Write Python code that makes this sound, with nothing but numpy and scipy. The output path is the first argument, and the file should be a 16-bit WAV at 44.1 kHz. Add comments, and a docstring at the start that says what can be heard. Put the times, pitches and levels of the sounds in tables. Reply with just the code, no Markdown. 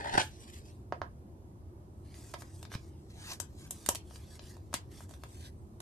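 """A stiff plastic holder scrapes off a table; then a sleeved card is slid into it near a two-port microphone.
Scrape and rubbing: stick-slip grains through resonances and coloured filters, patchy in time and frequency.
Ticks, knocks and snaps: a push rings the holder's modes under a burst of tiny slips; soft bumps: damped sines.
Underneath: a short echo of ticks and scrape, and low lumpy room noise with two hums."""
import sys
import numpy as np
from scipy import signal
from scipy.io import wavfile
from scipy.ndimage import uniform_filter1d, map_coordinates

SR = 44100
rng = np.random.default_rng(int(sys.argv[2]) if len(sys.argv) > 2 else 0)


def dump_mix(stems):
    """Bounce the given channels to the path in sys.argv[1] as a 16-bit WAV at rate SR."""
    frames = np.atleast_2d(stems).T  # one column per channel
    limited = np.clip(frames, -1, 1)  # hard clip at full scale
    pcm = np.round(limited * 32767).astype(np.int16)
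    wavfile.write(sys.argv[1], SR, pcm)


def invert_db(level):
    """Linear amplitude ratio for a level in decibels (20 dB per decade), elementwise."""
    return 10 ** (np.asarray(level, dtype=float) / 20)


N = 256304  # samples


def evened(x):
    """Scale to unit rms."""
    return x / np.sqrt(np.mean(x ** 2) + 1e-20)


def read(points, hz):
    """Interpolate a (frequency, value) table over log frequency."""
    f, value = np.transpose(points)
    return np.interp(np.log(hz + 1), np.log(f + 1), value)


def add(mix, start_s, sound):
    """Add a sound in place, cut at the end of the mix."""
    part = mix[:, round(start_s * SR):][:, :sound.shape[1]]
    part += sound[:, :part.shape[1]]


def colour(points):
    """Causal (minimum-phase) impulse response with the given spectrum."""
    log_gain = np.log(invert_db(read(points, abs(np.fft.fftfreq(2048, 1 / SR)))))
    spectrum = np.exp(log_gain - 1j * signal.hilbert(log_gain).imag)
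    return np.fft.ifft(spectrum).real[:512]


def ports(pair, same):
    """Two signals of given likeness from two unrelated ones."""
    other = np.sqrt(1 - np.clip(same, -1, 1) ** 2)
    return np.array([pair[0], same * pair[0] + other * pair[1]])


def slips(spread_db, clump_db, clump_ms):
    """Dense stick-slip grains of uneven size that come in clumps."""
    size_db = spread_db * np.minimum(rng.exponential(1, N), 4)
    grains = rng.standard_normal((2, N)) * invert_db(size_db)
    clumps = uniform_filter1d(rng.standard_normal(N), round(clump_ms * SR / 1000))
    return grains * invert_db(clump_db * evened(clumps))


# rubbing strokes: (start [s], end [s], hiss at start [dB], hiss at end [dB], grip: stiff faces over hiss [dB])
STROKE_TABLE = [(0.23, 0.36, -49.5, -85, -0.5), (0.399, 0.437, -66, -60.5, 2),
                (0.48, 0.503, -63, -64.5, 3.5), (0.535, 0.591, -59, -65, 2), (.658, 0.835, -67, -86.5, 1),
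                (1.845, 2.05, -92, -79.5, -7.5), (2.054, 2.148, -75.5, -70, 1),
                (2.153, 2.319, -61, -61, -3.5), (2.387, 2.411, -65.5, -56, -4.5),
                (2.45, 2.53, -69, -71, -1.5), (2.541, 2.624, -66, -67, -5), (2.719, 2.741, -60.5, -55, 5.5),
                (2.796, 2.893, -73, -73, 0.5), (2.914, 4.9, -80, -83, 0.5), (3.105, 3.145, -66.5, -77, 1),
                (3.142, 3.321, -71.5, -47.5, 3.5), (3.586, 3.677, -61.5, -62, -2.5),
                (3.718, 3.867, -62.5, -61.5, -3.5), (4.057, 4.164, -73, -60, -2),
                (4.193, 4.28, -71, -70, 1.5), (4.285, 4.363, -69, -63, 0),
                (4.421, 4.515, -65.5, -63.5, 0.5), (4.54, 4.643, -71, -96, 4),
                (4.918, 5.039, -64.5, -64, 0), (5.098, 5.146, -65.5, -65.5, -4.5),
                (5.16, 5.224, -79, -71, -3.5), (5.256, 5.465, -71.5, -58, 0), (5.515, 5.802, -82, -83, -7),
                (0.31, 0.707, -72, -78, 7), (3.497, 3.57, -76, -74, 0.5), (4.976, 5.03, -66, -87, 9),
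                (4.737, 4.74, -66, -51, 6)]
START_DB_PER_S, STOP_DB_PER_S = 896.5, 449  # onset and decay slopes of a stroke


def strokes():
    """Hiss gain and grip [dB] over time: strokes set in fast, drift, die away; the loudest rules the grip."""
    t = np.arange(0, N + 64, 64) / SR
    start, end, first_db, last_db, grip_db = np.transpose(STROKE_TABLE)[:, :, None]
    db = first_db + (last_db - first_db) * np.clip((t - start) / (end - start), 0, 1)
    db -= START_DB_PER_S * np.maximum(start - t, 0)
    db -= STOP_DB_PER_S * np.maximum(t - end, 0)
    power = invert_db(np.maximum(db, -120)) ** 2
    hiss = np.sqrt(power.sum(0))
    grip_db = (power * grip_db).sum(0) / hiss ** 2
    now = np.arange(N) / SR
    return np.interp(now, t, hiss), np.interp(now, t, grip_db)


# holder's short rings: (frequency [Hz], relative level [dB], t60 [s])
HOLDER_MODES = [(589, 2.5, 0.0087), (733, 3, 0.029), (942, 6.5, 0.017), (1069, 5.5, 0.022),
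                (1248, 10, 0.013), (1567, 15.5, 0.01), (2010, -11, 0.0037), (2350, -2, .008),
                (2900, 0.5, 0.0085), (3300, -36.5, .01)]


def rings(centre_hz, octaves, spot_db):
    """Impulse response of the holder's modes, weighted towards the centre: -6 dB at the given octaves."""
    t = np.arange(3000) / SR
    hz, db, t60 = np.transpose(HOLDER_MODES)[:, :, None]
    near_db = -6 * (np.log2(hz / centre_hz) / octaves) ** 2
    decay = invert_db(db + near_db + spot_db - 60 * t / t60)
    return (decay * np.sin(2 * np.pi * hz * t)).sum(0)


# crackle of the stiff faces: (frequency [Hz], relative level [dB])
FACE_COLOUR = [(1300, -22.5), (1900, 1.5), (2700, 1.5), (3800, 3), (5000, 2.5), (6500, -3.5), (9000, -26.5)]
# crackle of the thin sleeve: (frequency [Hz], relative level [dB])
SLEEVE_COLOUR = [(3000, -22.5), (4500, -26.5), (5800, 10), (7000, 16), (8800, 18.5), (10300, 10.5),
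                 (12500, 12), (14500, -17.5)]
BODY_DB, BODY_DB_PER_GRIP_DB = -5.5, 0.78  # holder body over hiss


def rubbing():
    """Sleeve slips against the holder; a harder grip brings up the stiff faces and the body."""
    grains = slips(0.83, 1.3, 3.8)
    hiss, grip_db = strokes()
    body_db = BODY_DB + BODY_DB_PER_GRIP_DB * grip_db
    layers = [(colour(SLEEVE_COLOUR), .6, 0),  # (kernel, likeness, dB over hiss)
              (colour(FACE_COLOUR), .7, grip_db),
              (rings(1300, 1.2, 0), .85, body_db)]
    total = np.zeros((2, N))
    for kernel, same, db in layers:
        layer = signal.oaconvolve(ports(grains, same), kernel[None])[:, :N]
        total += invert_db(db) * evened(layer)
    return hiss * total


# ticks and snaps: (time [s], ring peak before scatter [dB], crack over ring [dB],
# sleeve edge over crack [dB], ring centre [Hz])
TICK_TABLE = [(0.0455, -30, -17, -1, 1910), (0.1743, -17.5, -8, -12.5, 1500), (0.922, -19, -22, -40, 615),
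              (1.0153, -21.5, -19.5, -42, 900), (2.141, -59, 17, -16, 1500), (2.337, -34.5, -4, -1, 990),
              (2.3399, -29.5, -2, -32, 740), (2.4196, -38, -6.5, 0, 970), (2.6271, -41.5, 0.5, 4.5, 735),
              (2.6503, -43, -0.5, -10, 1200), (2.7163, -38, -21, -15, 1090), (2.7385, -37, -15, -14, 1300),
              (2.749, -37.5, 2, -35, 1150), (3.3172, -45, 6, -8, 1720), (3.332, -45.5, 4, 7.5, 1050),
              (3.3991, -32.5, 1, 8, 890), (3.7069, -41, 3.5, 13, 555), (3.8608, -37.5, 8, 5.5, 1640),
              (3.8873, -18, 0, 7, 700), (3.9476, -34, 0, 9, 730), (3.9538, -40, 12.5, -3.5, 708),
              (4.108, -44, -8, -12, 735), (4.1569, -47.5, 4.5, -7, 970), (4.3919, -43, 5, -34, 626),
              (4.566, -45.5, -9.5, 4.5, 552), (4.7282, -33, -9, -3, 884), (4.739, -23.5, -0.5, 6.5, 1020),
              (4.7452, -39, 11, -17, 2020), (5.0046, -39.5, -14, 6.5, 780), (5.0915, -48.5, -7, 9, 525),
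              (5.1083, -46, -7, 8, 586), (5.1368, -46.5, 1, -25, 990), (5.2346, -35.5, -5, -5, 880),
              (5.802, -37, -2.5, 2.5, 1170)]
CHATTER_MS, PUSH_MS = 1, 1.7  # time scale of the slips; delay of the push
SCATTER_DB = 4.5  # std of left-right difference


def tick(sharp, dull, body_db, crack_db, edge_db, centre_hz):
    """A few ms of tiny slips swell and die in both plastics; one push sets the holder ringing."""
    age = 1000 * np.arange(1500) / SR / CHATTER_MS
    chatter = rng.standard_normal((2, 1500)) * (rng.random(1500) < .3)
    chatter = chatter * age ** 2 * np.exp(-age)
    contact = 8.9 * centre_hz * np.arange(300) / SR
    push = -np.diff(contact ** 2 * np.exp(-contact), prepend=0)  # sudden load, let go more slowly
    spot_db = 2 * rng.standard_normal((len(HOLDER_MODES), 1))
    body = signal.fftconvolve(push, rings(centre_hz, 0.97, spot_db))
    body = np.pad(body, (round(PUSH_MS * SR / 1000), 0))[:3000]
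    sound = np.array([body, body]) / abs(body).max()
    for db, kernel, same in ((crack_db, dull, .6), (crack_db + edge_db, sharp, .4)):
        crack = signal.fftconvolve(ports(chatter, same), kernel[None])
        sound[:, :crack.shape[1]] += invert_db(db) * crack / abs(crack).max()
    pan_db = SCATTER_DB * rng.standard_normal()
    return sound * invert_db([[body_db + pan_db / 2], [body_db - pan_db / 2]])


# holder dragged off the table: (time [s], effort [dB], lift [0-1])
DRAG_PATH = [(0, -47, 0), (.04, -45, 0.17), (.06, -42.5, 0.06), (0.101, -41, .3), (0.137, -37.5, .4),
             (.155, -29, 0.06), (0.174, -45, 0.7), (0.179, -22.5, .15), (0.189, -32, 0.69),
             (.217, -33.5, 0.94), (.235, -56, 0.9), (.26, -66, 0.87), (.3, -80, 0.85)]
# resonances of the half-lifted sheet: (frequency [Hz], width [Hz])
SHEET_RINGS = [(890, 58), (1800, 420)]
# gritty noise: (frequency [Hz], relative level [dB])
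GRIT_COLOUR = [(120, -33), (300, -8), (450, -20.5), (2300, 5.5), (3800, 1), (6200, -9), (9800, -10.5),
               (12500, -38)]
# low ring, high ring, grit: (level over effort when flat [dB], when lifted [dB])
DRAG_LAYERS = [(1, -4), (1, -7.5), (-8, 1.5)]


def drag():
    """Slips against the table top ring two broad resonances over gritty noise, until the holder lifts."""
    grains = ports(slips(2.2, 2.5, 5), 0.8)
    t, now = np.arange(2000) / SR, np.arange(N) / SR
    kernels = [np.exp(-np.pi * width * t) * np.sin(2 * np.pi * hz * t) for hz, width in SHEET_RINGS]
    kernels.append(colour(GRIT_COLOUR))
    s, effort_db, lift = np.transpose(DRAG_PATH)
    total = np.zeros((2, N))
    for kernel, (flat_db, lifted_db) in zip(kernels, DRAG_LAYERS):
        db = np.interp(now, s, effort_db + flat_db + (lifted_db - flat_db) * lift)
        total += invert_db(db) * evened(signal.oaconvolve(grains, kernel[None])[:, :N])
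    return (now < s[-1]) * total


# soft bumps of a hand reaching the microphone through the table: (time [s], peak [dB], frequency [Hz])
BUMP_TABLE = [(2.753, -27.5, 113), (3.888, -31, 259.2), (4.743, -33, 248)]


def bump(db, hz):
    """One damped low swing, alike in both ports."""
    turns = hz * np.arange(2000) / SR
    swing = -np.sin(2 * np.pi * turns) * np.exp(-1.5 * turns) * np.minimum(8 * turns, 1)
    return invert_db(db) * swing / abs(swing).max() * np.ones((2, 1))


def bending(x, patchy_db, width_hz, length_ms):
    """Random gain patches in time and frequency: resonances and dips come and go as sheets bend in the hand."""
    z = signal.stft(x, SR, nperseg=512, noverlap=384)[2]
    patches = rng.standard_normal(z.shape[1:])  # shared by both ports
    bins, frames = width_hz * 512 / SR, length_ms * SR / 128000
    for size, axis in ((bins, 0), (frames, 1)):
        patches = uniform_filter1d(patches, max(round(size), 1), axis)
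    z = z * invert_db(patchy_db * evened(patches))
    return signal.istft(z, SR, nperseg=512, noverlap=384)[1][:, :N]


# lead of the left port, negative when the right hears first: (time [s], lead [ms])
LEFT_LEAD = [(0, .39), (.7, .39), (.85, .02), (2.9, .02), (3.05, .15), (3.65, .15), (3.7, 0), (5.25, 0),
             (5.33, -.48), (5.6, -.48), (5.75, .32)]


def sideways(x):
    """Arrival-time difference: the right port is delayed by the left port's lead."""
    s, lead_ms = np.transpose(LEFT_LEAD)
    at = np.arange(N)
    late = at - np.interp(at / SR, s, lead_ms) * SR / 1000
    return np.array([x[0], map_coordinates(x[1], [late], order=3)])


# echo decay: (frequency [Hz], t60 [s])
ROOM_DECAY = [(300, 0.092), (1000, 0.19), (3000, 0.19), (8000, 0.12), (13000, 0.12)]
# likeness of the ports in echo and rumble: (frequency [Hz], left-right correlation [-1 to 1])
PORT_LIKENESS = [(60, 0.93), (130, 0.95), (280, 0.99), (600, 0.53), (1300, -0.73), (2810, 0.00076),
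                 (6080, -0.54), (13100, -0.4)]


def room(x):
    """Walls answer after a few ms: sparse taps of random sign, each band dying at its own speed."""
    taps = np.zeros((2, SR // 2))
    jitter = rng.integers(0, 20, (2, (SR // 2 - 101) // 20))
    at = np.arange(100, SR // 2 - 20, 20) + jitter
    np.put_along_axis(taps, at, rng.choice([-1., 1.], at.shape), 1)
    hz, t, z = signal.stft(taps, SR, nperseg=128)
    z = ports(z, np.clip(read(PORT_LIKENESS, hz), -1, 1)[:, None])
    decay = invert_db(-60 * t / read(ROOM_DECAY, hz)[:, None])
    tail = signal.istft(z * decay, SR, nperseg=128)[1]
    return signal.fftconvolve(x, tail / np.linalg.norm(tail[0]), axes=1)[:, :N]


# noise spectrum: (frequency [Hz], relative density [dB per Hz])
RUMBLE_COLOUR = [(20, -31.5), (43, -23), (63, -11), (100, -14.5), (131, -15), (150, -18.5), (220, -15),
                 (246, -21.5), (341, -15), (447, -27), (1010, -33), (1570, -47.5), (3000, -53),
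                 (13500, -53)]
# wavering hums: (frequency [Hz], width [Hz], relative density [dB per Hz])
RUMBLE_HUMS = [(81.15, 11.1, 1.5), (122, 12, -8.5)]
# port balance: (frequency [Hz], left over right [dB])
PORT_BALANCE = [(60, 0), (180, 0), (520, -1), (1520, -8), (4470, 2), (13100, 7)]
RUMBLE_DB = -49.5  # rms


def rumble():
    """Distant machinery and air: low lumpy noise over faint hiss."""
    frames, hz = N // 512 + 6, np.fft.rfftfreq(2048, 1 / SR)
    real, imag = rng.standard_normal((2, 2, len(hz), frames))
    z = ports(real + 1j * imag, read(PORT_LIKENESS, hz)[:, None])
    patches = rng.standard_normal((len(hz), frames))
    patches = evened(uniform_filter1d(uniform_filter1d(patches, 4, 0), 6, 1))
    hums = sum(invert_db(db) / (1 + (2 * (hz - f) / width) ** 2) for f, width, db in RUMBLE_HUMS)
    z *= (invert_db(read(RUMBLE_COLOUR, hz)) + hums)[:, None] * invert_db(1.28 * patches)
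    z *= invert_db(np.outer([.5, -.5], read(PORT_BALANCE, hz)))[:, :, None]
    noise = signal.istft(z, nperseg=2048, noverlap=1536)[1][:, :N]
    return invert_db(RUMBLE_DB) * evened(noise)


def scene():
    """Hands and plastic near the microphone, an echo of ticks and scrape, and the room noise."""
    hits, bumps = np.zeros((2, N)), np.zeros((2, N))
    sharp, dull = colour(SLEEVE_COLOUR), colour(FACE_COLOUR)
    for s, *row in TICK_TABLE:
        add(hits, s, tick(sharp, dull, *row))
    for s, *row in BUMP_TABLE:
        add(bumps, s, bump(*row))
    scrape = bending(drag(), 2.6, 250, 40)
    rub = bending(rubbing(), 4.04, 250, 70)
    near = sideways(hits + scrape + rub)
    echo = room(sideways(invert_db(-5) * hits + invert_db(-10) * scrape))
    echo = bending(echo, 2.2, 300, 40)  # patchy too
    return near + echo + bumps + rumble()


def band_limit(x):
    """A steep low-pass at the top of the band."""
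    return signal.sosfilt(signal.butter(12, 13720, fs=SR, output="sos"), x)


def record(dry):
    """The top of the band is shelved down steeply, by 19 dB above 13.2 kHz."""
    low = signal.oaconvolve(dry, signal.firwin(255, 13200, fs=SR)[None], "same")
    mix = low + invert_db(-19.0) * (dry - low)
    return band_limit(mix)


dry = scene()
out = record(dry)
dump_mix(out)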